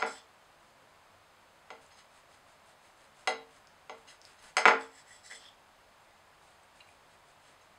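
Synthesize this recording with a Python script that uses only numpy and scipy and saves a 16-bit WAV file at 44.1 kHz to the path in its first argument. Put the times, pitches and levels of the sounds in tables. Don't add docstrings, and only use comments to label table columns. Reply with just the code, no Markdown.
import sys
import numpy as np
from scipy import signal
from scipy.fft import rfft, irfft
from scipy.io import wavfile

SR = 44100
rng = np.random.default_rng(int(sys.argv[2]) if len(sys.argv) > 2 else 0)


def wrap_up_sound(samples):
    columns = np.atleast_2d(samples).T
    tamed = np.clip(columns, -1, 1)
    steps = np.round(tamed * 32767).astype(np.int16)
    wavfile.write(sys.argv[1], SR, steps)


N = 343098
LEAD = 4410

# start in seconds, ring level in dB, ring brightness in dB per octave,
# place struck (0 middle to 1 foot), damping by fruit and counter (a factor on the decay rate),
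# crack level in dB before its filter, thud level in dB before the bass cut.
BLOWS = [(-.04, -31.5, 2.5, 0.4, 1.1, -24, -20), (.021, -34, -4, 1, 1.5, -55, -21.5),
         (.026, -26, -6, 0.57, 2.5, -60, -14), (.047, -42.5, -6, 0.38, 1.1, -58, -42),
         (1.7037, -41.5, -1.8, 0.27, 1.5, -66, -35), (3.2735, -27.5, 0, 0.12, .9, -24, -22),
         (3.279, -48, 3.5, 0.037, .9, -55, -26), (3.8955, -39.5, -1.6, 0.24, 1.5, -63, -36),
         (4.5684, -25.5, 1.5, 0.39, 1.3, -17, -12.5), (4.582, -41, 4.5, .6, 1.1, -30, -12.5),
         (4.6551, -23, -0.5, 0.75, 2.5, -29, -0.5), (4.660, -13, -6, 0.73, 3.5, -51, -4.5),
         (4.677, -31, 2, 0.64, 1.5, -33, -11), (4.683, -26, -1, 0.5, 1.5, -44, -4),
         (4.690, -26, -7, 0.91, 1.1, -52, -17), (4.715, -47, -4, 0.67, 1.1, -50, -42),
         (5.311, -57, -5.5, 0.29, 1.1, -61, -51)]
PLATE_HZ = [222, 269, 339, 453, 500, 620, 760, 853, 1060, 1165, 1365, 1423, 1622, 1800, 2033, 2205, 2842,
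            3220, 3914, 4200, 4700, 5075, 5230, 6420, 7630, 7860, 9060, 9410, 11150, 13000]
# relative level in dB struck in the middle,
# relative level in dB struck at the foot, seconds to fade by 60 dB before damping.
PLATE_MODES = [(-21, -30, 0.57), (-19.5, -28.5, 0.44), (-10, -13.5, 0.086), (-10, -12, 0.32),
               (0, -7.5, 0.11), (3.5, 1, 0.061), (2, 0.5, 0.075), (-12, -3.5, 0.2), (-14.5, -27, 0.14),
               (5.5, -9.5, 0.039), (-7, -9, 0.11), (-0.5, 9.5, 0.039), (-3.5, -7, 0.029), (-5, -8, 0.027),
               (4.5, 3.5, 0.031), (-16.5, -2.5, 0.057), (1, -1, 0.03), (-2, -12, 0.049), (-5.5, -48, 0.2),
               (-2, -6, 0.025), (-11.5, 4.5, 0.023), (-4, -16, 0.04), (-12, 9, 0.022), (-4.5, -2.5, 0.028),
               (-19, -11, 0.074), (-14, -6.5, 0.02), (-30, -11, 0.041), (-18.5, -26, 0.053),
               (-31, -30.5, 0.061), (-38, -52, 0.032)]
# frequency in Hz, relative level in dB.
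THUD_COLOUR = [(100, -40), (200, -30.5), (400, -7.5), (800, 1.5), (1400, 3), (2100, 0.5), (2800, -8),
               (5000, -29), (9000, -42), (13000, -115)]
# frequency in Hz, seconds to fade by 60 dB.
KITCHEN_FADE = [(200, 0.21), (700, 0.34), (2000, 0.29), (5000, 0.26), (10000, 0.16)]
# frequency in Hz, relative level in dB.
AIR_COLOUR = [(10, -40.5), (22, -7), (38, -1), (52, -1.5), (90, 1), (150, -1), (300, -3), (600, 0),
              (1000, 0), (2000, -7), (4000, -13.5), (8000, -19), (12000, -27), (16000, -31)]
SCRAPES = [(.072, 0.022, 0.16, -52, -52, -58.5, -60), (.163, 0.022, 0.066, -68, -70, -58.5, -56),
           (4.82, 0.051, 0.087, -60, -62, -60, -54), (4.99, .11, 0.051, -60, -61, -67, -60),
           (5.1, 0.065, 0.16, -61, -64, -67, -59), (5.26, .035, 0.066, -55, -55.5, -68, -58),
           (5.313, 0.02, 0.13, -54.5, -54.5, -56, -46.5), (5.455, 0.076, 0.078, -70, -62, -57.5, -64)]
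# pitch in Hz, width in Hz of one filter pass, relative level in dB.
BLADE = [(1820, 490, -1), (1894, 490, 1), (3403, 840, -6), (3450, 340, -13.5), (4160, 900, 7),
         (4660, 500, 2.5), (5120, 880, 9), (6180, 160, -0.5), (7310, 150, 4.5), (7730, 400, -8),
         (7950, 380, 8), (10110, 450, -4), (10670, 120, -15)]
LINGER = [1, 1.17, 1.08, 0.41]
# start in seconds, level in dB, pitch in Hz, seconds to fade by 60 dB.
CLICKS = [(.061, -45, 8900, 0.0014), (1.864, -47, 7000, .003), (3.672, -34.5, 5500, 0.0016),
          (4.216, -34.5, 5540, 0.0033), (4.252, -32.5, 5100, .003), (4.2522, -52, 12000, 0.0011),
          (4.429, -48, 10600, 0.0026), (4.812, -40, 4700, .006), (5.454, -46, 3260, 0.029),
          (6.633, -57.5, 8150, 0.022), (6.8044, -45, 2500, 0.013), (6.807, -45.5, 2800, 0.053),
          (6.807, -48, 4020, 0.025), (6.874, -54, 7700, .004), (6.874, -52, 2300, .01),
          (6.889, -49, 2400, 0.016), (6.892, -53, 9700, .004)]
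# time of full speed in seconds, speeding up in seconds,
# slowing down in seconds, hiss level in dB before mixing.
STROKES = [(.66, .09, 0.094, -71), (1.822, 0.028, 0.12, -62), (1.985, .035, 0.073, -61.5),
           (2.162, 0.075, 0.083, -62.5), (2.338, 0.084, 0.063, -63.5), (2.488, 0.045, .12, -64.5),
           (2.696, .09, 0.068, -62.5), (2.845, 0.056, 0.11, -64.5), (3.015, 0.09, 0.13, -64),
           (3.2, 0.077, 0.092, -61.5), (3.565, 0.11, 0.055, -63), (3.99, 0.058, 0.071, -67),
           (4.1, .05, 0.085, -58.5), (4.262, 0.049, 0.18, -60), (4.455, 0.069, 0.095, -53.5),
           (6.04, .1, .12, -72), (6.44, .06, 0.2, -66), (6.76, .03, 0.13, -64.5), (6.888, 0.032, .14, -66),
           (7.112, 0.062, .12, -66.5), (7.305, 0.09, .04, -66), (7.48, .12, 0.12, -64),
           (7.628, 0.037, 0.084, -70)]
# frequency in Hz, relative level in dB.
FLESH_COLOUR = [(900, -8), (1500, -5), (2300, -10), (4500, -13.5), (6500, -13.5), (8200, -12), (9500, -16),
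                (11000, -27), (14000, -45)]
# time of full contact in seconds, onset in seconds, fade in seconds,
# level in dB before mixing.
RUBS = [(1.92, .025, 0.058, -60.5), (1.983, .025, 0.066, -60), (2.33, 0.044, .06, -71),
        (4.085, 0.019, 0.076, -54.5), (4.393, .015, .025, -58.5), (7.46, 0.043, 0.08, -69),
        (7.62, 0.026, .03, -67)]
# frequency in Hz, width in Hz, gain left at the centre.
WHINE_NOTCHES = [(5720, 480, 0.162), (6920, 160, .2), (14800, 450, 0.224)]


def gain_of(db):
    return 10 ** (np.asarray(db) / 20)


def evened(x):
    return x / np.sqrt(np.mean(x ** 2) + 1e-20)


def read(points, hz):
    f, value = np.transpose(points)
    return np.interp(np.log(hz + 1), np.log(f + 1), value)


def add(mix, s, sound):
    part = mix[round(s * SR):][:len(sound)]
    part += sound[:len(part)]


def coloured(x, points):
    hz = np.fft.rfftfreq(len(x), 1 / SR)
    return evened(irfft(rfft(x) * gain_of(read(points, hz)), len(x)))


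def resonate(x, hz, width):
    r = np.exp(-np.pi * width / SR)
    return 2 * signal.lfilter([1 - r], [1, -r * np.exp(2j * np.pi * hz / SR)], x).real


def ring_on(x, hz, width):
    return evened(resonate(resonate(x, hz, width), hz, width))


def grit(spread_db):
    grain = 64
    grain_db = spread_db * np.repeat(rng.standard_normal(N // grain + 1), grain)[:N]
    return evened(rng.standard_normal(N) * gain_of(grain_db))


def swells(rows, linger=1, level_column=3):
    t, out = np.arange(N) / SR, np.zeros(N)
    for row in rows:
        peak, rise, fall = row[:3]
        turn = np.interp(t, [peak - rise, peak, peak + fall * linger], [0, .5, 1])
        out += gain_of(row[level_column]) * np.sin(np.pi * turn) ** 2
    return out


def thud_pulse(size):
    log_gain = read(THUD_COLOUR, abs(np.fft.fftfreq(size, 1 / SR))) * np.log(10) / 20
    pulse = np.fft.ifft(np.exp(signal.hilbert(log_gain).conj())).real
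    return pulse / abs(pulse).max()


def crack_noises(size):
    t = np.arange(size) / SR
    bursts = rng.standard_normal((len(BLOWS), size)) * gain_of(-60 * t / 0.009)
    return signal.sosfilt(signal.butter(5, [2500, 9000], "band", fs=SR, output="sos"), bursts)


def blows():
    t = np.arange(SR // 3) / SR
    ring, thud = out = np.zeros((2, N + LEAD))
    hz = np.array(PLATE_HZ)[:, None]
    middle_db, foot_db, t60 = np.transpose(PLATE_MODES)[:, :, None]
    contact_s = 0.0011
    contact = np.sin(np.pi / 2 * np.minimum(t / contact_s, 1)) ** 2
    pulse = thud_pulse(2048)
    spots_db = rng.standard_normal((len(BLOWS), len(PLATE_MODES), 1))
    for row, spot_db, crack in zip(BLOWS, spots_db, crack_noises(2048)):
        s, ring_db, bright_db, place, damping, crack_db, thud_db = row
        s = s + LEAD / SR
        place_db = middle_db + place * (foot_db - middle_db)
        mode_db = ring_db + place_db + bright_db * np.log2(hz / 1000) + spot_db
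        modes = gain_of(mode_db - 60 * damping * t / t60) * np.sin(2 * np.pi * hz * t)
        add(ring, s, modes.sum(0) * contact)
        add(ring, s, gain_of(crack_db) * crack)
        add(thud, s, gain_of(thud_db) * pulse)
    bass_edge_hz = 215
    return signal.sosfilt(signal.butter(8, bass_edge_hz, "high", fs=SR, output="sos"), out)


def kitchen(x):
    taps, gap = np.zeros(SR // 2), 20
    at = np.arange(120, len(taps) - gap, gap)
    taps[at + rng.integers(0, gap, len(at))] = rng.choice([-1., 1.], len(at))
    hz, t, bands = signal.stft(taps, SR, nperseg=256)
    fade = gain_of(-60 * t / read(KITCHEN_FADE, hz)[:, None])
    tail = signal.istft(bands * fade, SR, nperseg=256)[1]
    return signal.oaconvolve(x, tail / np.linalg.norm(tail))[:len(x)]


def air():
    air_db, whine_hz, frame_hz = -60.5, 14970, 59
    t, k = np.arange(N) / SR, np.arange(-4, 8)[:, None]
    turns = (whine_hz + frame_hz * k) * t + rng.random(k.shape)
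    whine = gain_of(-101 + 0.57 * abs(k - .5)) * np.sin(2 * np.pi * turns)
    return gain_of(air_db) * coloured(rng.standard_normal(N), AIR_COLOUR) + whine.sum(0)


def scrapes():
    slip_db, slip_s = 1.5, 0.02
    slips = evened(signal.lfilter([1], [1, -np.exp(-1 / (slip_s * SR))], rng.standard_normal(N)))
    rub = grit(spread_db=1.5) * gain_of(slip_db * slips)
    rings = np.array([gain_of(db) * ring_on(rub, hz, width) for hz, width, db in BLADE])
    groups = np.split(rings, [2, 4, 7])[::-1]
    out = np.zeros(N)
    for k, group in enumerate(groups):
        out += swells(SCRAPES, LINGER[k], level_column=k + 3) * evened(group.sum(0))
    return out


def clicks():
    t, out = np.arange(SR // 10) / SR, np.zeros(N)
    for s, db, hz, t60 in CLICKS:
        onset = np.minimum(t * hz / 0.76, 1)
        add(out, s, gain_of(db - 60 * t / t60) * np.sin(2 * np.pi * hz * t) * onset)
    return out


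def sawing():
    rub = grit(spread_db=-1.5)
    tilt_db = 5
    glaze = np.zeros(N)
    for hz, (_, _, t60) in zip(PLATE_HZ[14:], PLATE_MODES[14:]):
        middle_db = PLATE_MODES[PLATE_HZ.index(hz)][0]
        glaze += gain_of(middle_db + tilt_db * np.log2(hz / 1000)) * ring_on(rub, hz, 8 / t60)
    flesh = coloured(grit(spread_db=3), FLESH_COLOUR)
    return swells(STROKES) * flesh + swells(RUBS) * evened(glaze)


def scene():
    ring, thud = blows()
    rubbed = np.pad(scrapes() + sawing(), (LEAD, 0))
    pops = np.pad(clicks(), (LEAD, 0))
    direct = ring + thud + gain_of(-1.5) * rubbed + pops
    wet = kitchen(gain_of(-3) * (ring + thud) + gain_of(-7.5) * rubbed + gain_of(-5.5) * pops)
    return ((direct + wet)[LEAD:] + air())[None]


def record(dry):
    mains_hz, edge_hz = 60, 15740
    hum_notches = [(mains_hz * k, 32, .2) for k in range(1, 9)]
    for hz, width, left in hum_notches + WHINE_NOTCHES:
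        b, a = signal.iirnotch(hz, hz / width, SR)
        dry = signal.lfilter((1 - left) * b + left * a, a, dry)
    treble_cut = signal.firwin(2047, edge_hz, window=("kaiser", 9), fs=SR)
    return signal.oaconvolve(dry, treble_cut[None], "same")


dry = scene()
out = record(dry)
wrap_up_sound(out)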